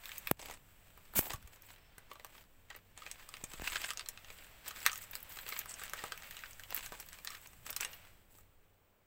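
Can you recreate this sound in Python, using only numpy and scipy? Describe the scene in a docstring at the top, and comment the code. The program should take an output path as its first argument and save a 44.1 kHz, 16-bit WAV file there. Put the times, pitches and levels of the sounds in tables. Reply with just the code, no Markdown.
"""Pebble walk behind a shed

Someone walks over loose pebbles in a narrow passage between a shed and a fence, phone in hand.
Stones clack together over the grinding of the bed under the soles, and the boards throw the clacks
back. Cloth and fingers rustle, swipe and bump the phone; soft thuds travel up the arm.
Behind it all a quiet garden hums, and a far bird whistles once."""
import sys
import numpy as np
from scipy import signal
from scipy.fft import rfft, irfft, next_fast_len
from scipy.io import wavfile
from scipy.ndimage import uniform_filter1d

SR = 44100
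rng = np.random.default_rng(int(sys.argv[2]) if len(sys.argv) > 2 else 0)


def waveform_to_disk(signal):
    """Save audio, clipped to [-1, 1], as 16-bit WAV at the path in sys.argv[1]."""
    frames = np.transpose(np.atleast_2d(signal))
    scaled = np.clip(frames, -1, 1) * 32767
    samples = np.round(scaled).astype(np.int16)
    wavfile.write(sys.argv[1], SR, samples)


N = 399634

# Featured stone hits, each in four bands:
# (time [s], dull [dB], stony [dB], sharp [dB], fine [dB], pitch [Hz], contact [ms])
STONE_HITS = [(.0571, -70, -29.5, -41, -30, 3600, 0.88), (.0927, -69, -33, -42, -53, 1710, 1.07),
              (.1176, -81, -30, -43, -54, 2400, 1.45), (.1818, -74, -55, -34.5, -26, 1410, 2.4),
              (.2726, -65, -23, -44, -22.5, 2520, 1.3), (.4166, -75, -40, -39, -48, 2150, 1.4),
              (.458, -61, -37.5, -58, -36, 2300, 1.3), (.5115, -42, -35, -42, -36, 2140, 0.99),
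              (.9758, -48, -54, -68, -39, 1390, 0.53), (1.1372, -43, -43, -65, -39, 1700, 1.2),
              (1.3006, -50, -43, -40, -39, 1200, 0.92), (1.3354, -39.5, -33, -33.5, -32, 1115, 3.8),
              (1.4268, -78, -48, -51, -44, 1420, 1.7), (1.4755, -55, -50, -48, -49, 2370, 3.5),
              (1.6221, -76, -67, -49, -39, 1850, 0.75), (1.9822, -48, -45, -43, -41, 2020, 2.1),
              (2.1157, -41, -34, -52, -54, 1110, 2.2), (2.1332, -67, -56, -56, -43, 3200, 2),
              (2.1563, -50, -46, -60, -74, 1160, 3.3), (2.1975, -45.5, -41, -52, -50, 2020, 1.4),
              (2.2473, -46, -34, -39, -33, 1140, 1), (2.2667, -70, -52, -50, -47, 2090, 1.5),
              (2.3521, -56, -42, -61, -56, 1200, 0.67), (2.7034, -50, -36, -46.5, -55, 1940, 3.3),
              (2.711, -52, -37.5, -65, -78, 1514, 1.15), (2.7505, -45.5, -41, -49, -60, 2000, 1.16),
              (2.7634, -49.5, -57, -50, -40, 2000, 2.2), (2.9767, -50, -34.5, -37.5, -58, 3700, 1.2),
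              (3.021, -61, -37, -53, -71, 1245, 1.6), (3.0646, -46, -29.5, -44, -50, 2490, 1.8),
              (3.1147, -59, -34, -28.5, -37, 3930, 1.9), (3.2902, -61, -39.5, -35.5, -39, 1200, 1.06),
              (3.3402, -50, -29.5, -37, -55, 2840, 0.82), (3.369, -65, -34.5, -44, -49, 2420, 1.1),
              (3.4409, -47.5, -34, -30, -36, 2390, 2.6), (3.5361, -49, -33.5, -38.5, -42, 2570, 2.1),
              (3.6191, -45, -33, -39, -38, 1710, 1), (3.6781, -41, -25, -34, -33, 2700, 1.53),
              (3.7211, -53, -26.5, -42, -33, 2230, 1.33), (3.759, -46, -23.5, -31, -40, 1670, 1.76),
              (3.8175, -40, -27, -39, -31, 1890, .66), (3.8461, -39, -25, -31.5, -48, 1716, 1.24),
              (3.9055, -48, -22.5, -26, -35, 2900, 0.81), (3.9739, -66, -31, -28, -40, 2750, 0.91),
              (3.995, -63, -26.5, -31.5, -56, 4370, 1.5), (4.0095, -71, -33, -48, -71, 4700, 2.3),
              (4.061, -73, -36, -41.5, -51, 4200, 2.4), (4.0881, -50, -31, -23.5, -26, 4320, 1.45),
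              (4.1751, -84, -34, -45, -60, 2590, 1.3), (4.2468, -56, -38, -47, -69, 2760, 1.7),
              (4.303, -48, -31.5, -45, -57, 2480, 1.5), (4.445, -76, -44, -44.5, -55, 1612, 1.43),
              (4.6612, -71, -36, -54, -48, 4000, 0.89), (4.6815, -73, -39, -35, -31, 3200, 5.6),
              (4.7615, -59, -33, -41, -51, 1612, 0.74), (4.8042, -61, -38, -37, -45, 1860, 0.73),
              (4.8637, -36.5, -4.5, -11, -10, 3800, 0.44), (4.8714, -72, -30, -46, -36, 2170, 3.8),
              (4.9174, -61, -32, -29, -48, 1210, 0.71), (4.9317, -57, -33, -29.5, -47, 1280, 1.8),
              (4.9582, -74, -53, -35, -42, 3080, 1.2), (4.9776, -71, -53, -42, -32, 2990, 2.9),
              (5.112, -77, -59, -49, -33.5, 3080, 2.8), (5.1538, -43.5, -27, -27.5, -25.5, 2880, 0.8),
              (5.2044, -78, -62, -49, -36, 2840, 1.8), (5.229, -78, -66, -56, -30.5, 2480, 1.5),
              (5.3234, -76, -48, -39.5, -44, 1260, 1.5), (5.3718, -46, -33, -40, -55, 1290, 1.04),
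              (5.3883, -66, -28.5, -44, -48.5, 3190, 0.98), (5.465, -44, -31.5, -43, -47, 2670, 1.9),
              (5.4902, -68, -35.5, -33.5, -28, 1330, 2.9), (5.524, -44.5, -27.5, -41, -59, 2150, 3),
              (5.5912, -47, -37, -28.5, -22, 1227, 1.8), (5.6585, -60, -32.5, -36.5, -34, 1280, 0.39),
              (5.6947, -73, -53, -35.5, -41, 2530, 2.5), (5.796, -66, -36, -37, -45, 1480, 1.2),
              (5.8168, -40, -37, -57, -64, 1530, 2.2), (5.8368, -57, -31, -35.5, -32, 1730, 1.7),
              (5.897, -73, -37, -36, -31, 2130, 0.72), (5.935, -37.5, -25, -29, -30, 1560, 0.73),
              (6.0395, -32, -29, -33.5, -41, 1230, 1.3), (6.1215, -38, -26.5, -32.5, -39, 1540, 1.5),
              (6.1766, -69, -38, -41, -36, 2500, 1.6), (6.2228, -59, -35, -40, -58, 1980, 0.96),
              (6.31, -69, -36, -40, -35, 1810, 1.5), (6.3684, -50, -29.5, -36.5, -49, 2880, 1.5),
              (6.3915, -61, -40, -43, -49, 1960, 1.8), (6.437, -69, -28, -58, -54, 1500, 1.2),
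              (6.5101, -76, -60, -41, -45, 3600, 1.3), (6.5324, -73, -65, -40.5, -51, 1570, 0.74),
              (6.5966, -69, -35, -39, -42, 1640, 1), (6.6365, -69, -34.5, -44, -41, 2950, 2.4),
              (6.7063, -48, -34.5, -39, -33, 2720, 1.75), (6.7464, -59, -34, -32, -13, 1800, 1),
              (6.7648, -50, -42, -30, -23, 2750, 0.88), (6.7762, -65, -43, -55, -30, 1740, 1.4),
              (6.8622, -62, -35, -31, -30, 1770, 0.48), (6.9235, -42, -43, -47, -43, 1118, 5.6),
              (7.002, -68, -53, -36.5, -36, 2780, 5.3), (7.0626, -74, -51, -52, -37, 3190, .8),
              (7.088, -81, -42, -44, -40, 4480, 1.4), (7.1304, -68, -36, -36.5, -44, 3140, 1.15),
              (7.1874, -53, -38.5, -48, -48, 2380, 2.7), (7.2488, -50, -34, -36, -31.5, 1760, 2),
              (7.2737, -58, -21.5, -29, -42.5, 1910, 0.59), (7.3048, -62, -39, -36, -42, 1190, 2),
              (7.3518, -73, -30.5, -42, -50, 1400, 0.76), (7.4155, -69, -66, -54, -43, 2730, 0.83),
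              (7.473, -76, -66, -43, -37, 2910, 0.71), (7.5333, -49, -73, -47, -50, 1360, 0.94),
              (7.6652, -46.5, -45, -39, -37, 3250, 2.4), (7.7043, -41.5, -39, -33.5, -25, 1360, 2.9),
              (7.729, -67, -32, -34, -42, 3600, 1.4), (7.7649, -43, -29, -24.5, -23, 4060, 3),
              (7.8091, -40.5, -31, -25, -28, 1440, 2.4), (7.8492, -42, -25.5, -28, -46, 2850, 2.3),
              (7.9328, -66, -38, -43, -49, 2860, 4.2), (8.386, -55.5, -57, -53, -49, 1286, 2)]
# The dull, stony, sharp and fine bands: (low edge [Hz], high edge [Hz], contact stretch [factor])
CLACK_BANDS = [(400, 1710, 1.6), (1200, 4300, 1.36), (5300, 9200, 0.63), (12140, 22000, 1.5)]


def clacks():
    """Stone strikes stone in a short burst, each with its own balance, pitch and contact time."""
    t, out = np.arange(1500) / SR, np.zeros(N)
    time, *band_db, pitch_hz, contact_ms = np.vstack([STONE_HITS, small_clacks()]).T[:, :, None]
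    starts = (time - .00055 * contact_ms)[:, 0]  # early, so the attack peaks near the cue
    noise = rng.standard_normal((len(time), len(CLACK_BANDS), len(t)))
    for k, (low, high, stretch) in enumerate(CLACK_BANDS):
        age = 1000 * t / (0.43 * stretch * np.clip(contact_ms, .3, 6))
        force = noise[:, k] * age * np.exp(1 - age)  # rough contact builds up, then lets go
        band = signal.butter(3, [low, min(high, 20000)], "band", fs=SR, output="sos")
        ring = signal.sosfilt(band, force)
        ring /= abs(ring).max(1, keepdims=True)
        if k == 1:  # the stony band carries the stone's own note, shorter for small stones
            envelope = age * np.exp(1 - (0.47 + pitch_hz / 9000) * age)
            ring = 0.52 * ring + 0.19 * envelope * np.sin(2 * np.pi * pitch_hz * t)
        for start, sound in zip(starts, gain_of(band_db[k]) * ring):
            add(out, start, sound)
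    return out


# One crunch for each shift of weight:
# (start [s], length [s], grind [dB], dull body [dB], rustle [dB], fine rustle [dB])
CRUNCHES = [(0.044, 0.14, -56.5, -81, -63, -56.5), (0.278, 0.023, -66, -65, -63, -56),
            (0.402, 0.14, -57, -54, -61, -67), (1.159, 0.12, -56.5, -51, -56, -43.5),
            (1.305, 0.035, -51, -53, -55, -56), (1.527, 0.022, -66.5, -67, -68, -65),
            (1.64, 0.1, -61.5, -67.5, -69.5, -64), (2.11, 0.039, -69, -63, -79, -75),
            (2.345, 0.076, -65, -67.5, -75, -66), (2.7, 0.072, -63.5, -81, -85, -79),
            (2.976, 0.17, -58.5, -69, -67.5, -69), (3.197, 0.031, -57, -67, -70, -67),
            (3.328, 0.12, -69, -72, -71, -68), (3.498, 0.16, -59, -66, -61.5, -63),
            (3.642, 0.27, -45, -59, -51, -52.5), (3.973, 0.046, -63, -64.5, -70, -71),
            (4.277, 0.19, -62.5, -87, -67, -65), (4.665, 0.033, -49.5, -57.5, -59, -55),
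            (4.759, 0.098, -50.5, -59, -57.5, -53), (4.858, 0.016, -39.5, -54, -52, -48),
            (4.911, 0.055, -52, -70, -58, -52), (5.014, 0.023, -57.5, -77, -57, -52),
            (5.137, 0.031, -56, -67, -66, -52), (5.3, 0.13, -58, -67, -64, -52.5),
            (5.47, 0.14, -50, -67, -60, -51), (5.691, 0.027, -54, -65, -52, -63),
            (5.788, 0.076, -52, -74, -57, -60), (5.97, .1, -50, -59, -62, -60),
            (6.244, 0.27, -57, -89, -69, -60), (6.7, 0.022, -54, -58.5, -72, -65),
            (6.74, 0.051, -51, -64, -58.5, -54), (6.833, 0.03, -50.5, -63, -54.5, -53),
            (6.919, 0.11, -59.5, -61.5, -65, -72), (7.138, 0.018, -55.5, -83, -64, -67),
            (7.273, 0.078, -54, -74, -66, -60), (7.425, 0.036, -63, -70, -68, -66),
            (7.662, 0.033, -55.5, -62.5, -59, -59), (7.74, 0.035, -78, -74, -77, -66),
            (7.81, 0.027, -45, -64, -51, -52), (7.912, 0.043, -74, -79, -78, -58),
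            (8.313, 0.098, -77, -73.5, -73, -67)]


def small_clacks(count=130, late_s=.025, scatter_db=5.5):
    """Extra stone-hit rows: chance clacks in and just after the crunches, riding their levels."""
    start, length, grind_db, dull_db, *rustle_db = np.transpose(CRUNCHES)
    pick, when, pitch, contact = rng.random((count, 4)).T
    span = length + late_s
    row = np.searchsorted(np.cumsum(span) / span.sum(), pick).clip(0, len(span) - 1)
    crunch_db = np.array([dull_db, grind_db, *rustle_db])[:, row].T
    lift_db = [1, 8.8, 12, 5]  # each band over its layer of the crunch
    band_db = crunch_db + lift_db + scatter_db * rng.standard_normal((count, 4)).clip(-2, 1.5)
    pitch_hz, contact_ms = 1200 * 3 ** pitch, 0.54 * 3.5 ** contact
    return np.column_stack([start[row] + when * span[row], band_db, pitch_hz, contact_ms])


def crunch_envelopes(attack_db_per_s=899.5, sag_db_per_s=13, release_db_per_s=498.5):
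    """Envelopes of the four crunch layers in dB: fast attack, sagging hold, quick release."""
    t = np.arange(0, N + 64, 64) / SR
    start, length, *layers_db = np.transpose(CRUNCHES)[:, :, None]
    age = t - start
    shape_db = attack_db_per_s * np.minimum(age, 0)
    shape_db -= sag_db_per_s * np.clip(age, 0, length)
    shape_db -= release_db_per_s * np.maximum(age - length, 0)
    powers = [(gain_of(db + shape_db) ** 2).sum(0) + 1e-14 for db in layers_db]
    return [np.interp(np.arange(N) / SR, t, 10 * np.log10(power)) for power in powers]


# Gritty midrange of the crunch: (frequency [Hz], level [dB])
GRIND_EQ = [(530, -30.5), (900, -13.5), (1020, -7.5), (1670, -1), (2120, -1), (2640, 0), (2980, -3),
            (4980, -9.5), (5500, -16.5), (7150, -11.5), (12100, -120)]


def grinding():
    """Many small stone contacts under the sole, with a dull body from the packed bed below."""
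    grind_db, dull_db = crunch_envelopes()[:2]
    contacts = grains(per_s=600, spread_db=5, ring_ms=2.3, smooth=0.047)
    dull = coloured(contacts, [(120, -29), (230, -2.5), (600, -1.5), (950, 0.5), (1300, -17)])
    return gain_of(grind_db) * coloured(contacts, GRIND_EQ) + gain_of(dull_db) * dull


# Fader ride of the bed between crunches, ducking just after the hardest bump:
# (time [s], body [dB], treble [dB])
SCRAPE_LEVELS = [(0, -62, -61.5), (.31, -60.5, -60), (.325, -78, -83), (.37, -77, -73), (.4, -72.5, -70),
                 (1.1, -68, -67), (1.95, -69, -74), (2.35, -68, -67.5), (2.45, -75, -73.5),
                 (2.95, -72.5, -73.5), (3, -65, -65), (4.6, -62, -64), (5, -61.5, -63), (6.1, -57, -59),
                 (6.6, -64, -61), (7.4, -64.5, -61.5), (7.6, -69, -65), (7.87, -55.5, -59),
                 (8.28, -76, -74.5), (9.06, -83, -85)]
# Body and top end of the scrape: (frequency [Hz], level [dB])
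SCRAPE_BODY_EQ = [(120, -39), (200, -9), (407, -9), (557, -1.5), (891, -3.5), (1530, -1.5), (2150, -1.5),
                  (2700, -1.5), (3300, -4), (3900, -8), (6000, -15.5), (7800, -47)]
SCRAPE_TREBLE_EQ = [(3240, -40), (5500, -18.5), (7000, -6), (7930, 2.5), (9570, -11.5), (12300, -4),
                    (15100, 0.5), (16000, -2)]


def scraping():
    """The pebble bed scrapes softly: nearly smooth friction noise with a few faint grains."""
    body_db, treble_db = curves(SCRAPE_LEVELS)
    contacts = grains(per_s=300, spread_db=3.5, ring_ms=3, smooth=3)
    body = gain_of(body_db) * coloured(contacts, SCRAPE_BODY_EQ)
    return body + gain_of(treble_db) * coloured(contacts, SCRAPE_TREBLE_EQ)


# Tight reverb of the passage: (frequency [Hz], time to fall 60 dB [s])
PASSAGE_DECAY = [(400, 0.094), (1000, 0.12), (2800, 0.092), (7000, 0.068), (14000, 0.052)]


def passage_echo(x):
    """Sparse reflections of random sign between the boards, each band dying at its own speed."""
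    taps = np.zeros(SR // 2)
    slots = np.arange(60, len(taps) - 20, 20)
    taps[slots + rng.integers(0, 20, len(slots))] = rng.choice([-1., 1.], len(slots))
    hz, t, spectrum = signal.stft(taps, SR, nperseg=128)
    decay = gain_of(-60 * t / value_at(PASSAGE_DECAY, hz)[:, None])
    tail = signal.istft(spectrum * decay, SR, nperseg=128)[1]
    return signal.oaconvolve(x, tail / np.linalg.norm(tail))[:N]


# The microphone's treble humps, and the fine sizzle on top: (frequency [Hz], level [dB])
RUSTLE_EQ = [(2650, -63), (4500, -10.5), (4950, -58), (6840, -6), (7960, 7), (8430, -1.5), (9240, -18.5),
             (10500, -5.5), (13600, -54.5), (22000, -120)]
FINE_RUSTLE_EQ = [(5590, -41), (9500, -25), (11500, -10.5), (15100, 0.5), (16000, -8)]


def rustle():
    """Cloth and fingers rustle with each crunch in fine, bright grains."""
    rustle_db, fine_db = crunch_envelopes()[2:]
    contacts = grains(per_s=500, spread_db=3, ring_ms=1.2, smooth=.6)
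    bright = gain_of(rustle_db) * coloured(contacts, RUSTLE_EQ)
    return bright + gain_of(fine_db) * coloured(contacts, FINE_RUSTLE_EQ)


# Envelope of one finger drag: (time [s], level [dB])
SWIPE_LEVELS = [(1.14, -120), (1.151, -69), (1.156, -31.5), (1.166, -26), (1.178, -23.5), (1.195, -20.5),
                (1.203, -34), (1.212, -34.5), (1.24, -120)]
# Its low bump and scratchy top: (frequency [Hz], level [dB])
SWIPE_EQ = [(120, -53), (200, -2), (509, -42), (1400, -12.5), (2020, -21), (2210, -11), (4950, -18.5),
            (7680, -10), (9750, -13), (16000, -2)]


def finger_swipe():
    """Skin drags across the phone's case in a dense, rough scratch."""
    db, = curves(SWIPE_LEVELS)
    contacts = grains(per_s=900, spread_db=2.9, ring_ms=0.86, smooth=0.93)
    return gain_of(db) * coloured(contacts, SWIPE_EQ)


# Handling knocks:
# (time [s], level [dB], push direction [signed factor], push length [ms], port ring against push [dB])
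CASE_BUMPS = [(0.3119, -26, -1.1, 0.087, 11), (0.3138, -7, 0.83, 0.23, 7.5),
              (1.1916, -13, -0.87, 0.35, -30), (1.338, -34, 0.57, 5.7, -30), (1.342, -38, -0.71, 2, -30),
              (1.981, -46, 1, 1.4, -36), (3.438, -29, -0.62, 1.1, -15), (3.5401, -33, 0.64, 0.55, -20),
              (3.598, -27.5, 0.88, 0.16, -8), (3.621, -27, 0.74, 0.39, -17),
              (6.0382, -29.5, -0.72, 0.33, -17), (6.9222, -25, -0.73, 0.11, -30)]


def case_bumps(port_hz=13500, port_t60_s=0.00054, bass_cut_hz=110):
    """One-sided pushes on the case; the microphone's bass cut swings them back and its port rings."""
    t, out = np.arange(2000) / SR, np.zeros(N)
    for start, db, direction, push_ms, port_db in CASE_BUMPS:
        age = 1000 * t / np.clip(push_ms, .05, 20)
        push = 4 * age * np.exp(-3 * age) + 0.44 * age * np.exp(1 - age)
        port = gain_of(port_db - 60 * t / port_t60_s) * np.sin(2 * np.pi * port_hz * t)
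        add(out, start, direction * gain_of(db) * (push + port))
    return signal.sosfilt(signal.butter(2, bass_cut_hz, "high", fs=SR, output="sos"), out)


# Low-end thumps: (time [s], level [dB], pitch [Hz])
ARM_THUDS = [(1.155, -48, 45), (1.191, -40, 61), (1.287, -59, 40.5), (1.343, -40, 88), (1.448, -46.5, 62.4),
             (3.599, -44, 50.5), (3.623, -46, 50.7), (3.716, -48, 50)]


def arm_thuds():
    """Soft thuds carried through the arm, about two cycles each."""
    out = np.zeros(N)
    for time, db, hz in ARM_THUDS:
        cycles = np.arange(-1.5, 1.5, hz / SR)
        envelope = np.exp(-(cycles / 0.61) ** 2)
        add(out, time - 1.19 / hz, gain_of(db) * envelope * np.cos(2 * np.pi * cycles))
    return out


# Swells of the rumble: (time [s], level [dB])
RUMBLE_LEVELS = [(0, -64.5), (.33, -59.5), (.7, -62.5), (1.19, -62), (1.34, -54), (1.56, -65.5),
                 (3.4, -63.5), (3.73, -57), (3.96, -63.5), (4.69, -61.5), (6.36, -60.5), (7.42, -63),
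                 (7.6, -58.5), (8.5, -67.5), (9.06, -76)]
# Its sub-heavy tone: (frequency [Hz], level [dB])
RUMBLE_EQ = [(2.9, -29.5), (5.0, 1), (16, 7.5), (29, -1.5), (102, -8.5), (192, -15.5), (300, -23.5),
             (390, -76), (660, -120)]


def rumble():
    """Air and hand movement at the microphone make a lumpy low rumble."""
    db, = curves(RUMBLE_LEVELS)
    return gain_of(db) * coloured(rng.standard_normal(N), RUMBLE_EQ)


# One thin, arching call: (time [s], level [dB], pitch [Hz])
BIRD_CALL = [(1.78, -85, 5150), (1.81, -78, 5280), (1.885, -75, 5340), (1.92, -95, 5300)]


def far_bird(breath_width_hz=130):
    """A distant bird whistles: a gliding sine, made breathy by smoothed noise."""
    db, hz = curves(BIRD_CALL)
    gate = db > max(BIRD_CALL[0][1], BIRD_CALL[-1][1])
    tone = np.sin(2 * np.pi * np.cumsum(hz) / SR)
    breath = uniform_filter1d(rng.standard_normal(N), int(SR / breath_width_hz))
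    return gain_of(db) * gate * tone * unit_rms(breath / 2 + .035)


# Soft outdoor ambience: (frequency [Hz], level [dB])
GARDEN_EQ = [(88, -29), (150, 5), (213, 2), (448, 5.5), (2550, -8.5), (3900, -17.5), (5400, -20.5),
             (7920, -16), (10400, -23), (12900, -25), (15100, -2), (16000, -7)]


def garden(hush_db=-72.5, hum_db=-76.5, hum_hz=97.1, skirt_hz=16.8):
    """A steady garden hush with a faint, wavering hum of narrow-band noise."""
    hush = gain_of(hush_db) * coloured(rng.standard_normal(N), GARDEN_EQ)
    hum_eq = [(hum_hz - skirt_hz, -60), (hum_hz, 0), (hum_hz + skirt_hz, -60)]
    return hush + gain_of(hum_db) * coloured(rng.standard_normal(N), hum_eq)


def grains(per_s, spread_db, ring_ms, smooth):
    """Tiny contacts of very unlike size, each a short puff of noise, over a share of steady noise."""
    sizes = gain_of(spread_db * np.minimum(rng.exponential(1, N), 5))
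    hits = sizes * (rng.random(N) < per_s / SR)
    puffs = signal.lfilter([1], [1, -np.exp(-1000 / ring_ms / SR)], hits ** 2)
    return np.sqrt(smooth + puffs / puffs.mean()) * rng.standard_normal(N)


def coloured(x, eq):
    """Shapes x with an EQ curve and sets its rms to 1."""
    size = next_fast_len(N)
    gains = gain_of(value_at(eq, np.fft.rfftfreq(size, 1 / SR)))
    return unit_rms(irfft(rfft(x, size) * gains, size)[:N])


def value_at(points, hz):
    """Reads a curve along a log frequency axis."""
    point_hz, values = np.transpose(points)
    return np.interp(np.log(hz + 1), np.log(point_hz + 1), values)


def curves(rows):
    """One automation curve for each column after the time."""
    times, *columns = np.vstack(rows).T
    return [np.interp(np.arange(N) / SR, times, column) for column in columns]


def gain_of(db):
    return 10 ** (np.asarray(db) / 20)


def unit_rms(x):
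    return x / np.sqrt(np.mean(x ** 2) + 1e-20)


def add(mix, start_s, sound):
    part = mix[max(round(start_s * SR), 0):][:len(sound)]
    part += sound[:len(part)]


def scene():
    """Mono mix of steps, handling and ambience; only the clacks feed the passage reverb."""
    stones = clacks()
    steps = stones + gain_of(-6.5) * passage_echo(stones) + grinding() + scraping()
    handling = rustle() + finger_swipe() + case_bumps() + arm_thuds()
    ambience = garden() + rumble() + far_bird()
    return (steps + handling + ambience)[None]


def record(dry):
    """The phone's band limit cuts off the very top end."""
    cutoff_hz = 15850
    lowpass = signal.firwin(511, cutoff_hz, window=("kaiser", 6), fs=SR)
    return signal.oaconvolve(dry, lowpass[None], "same")


dry = scene()
out = record(dry)
waveform_to_disk(out)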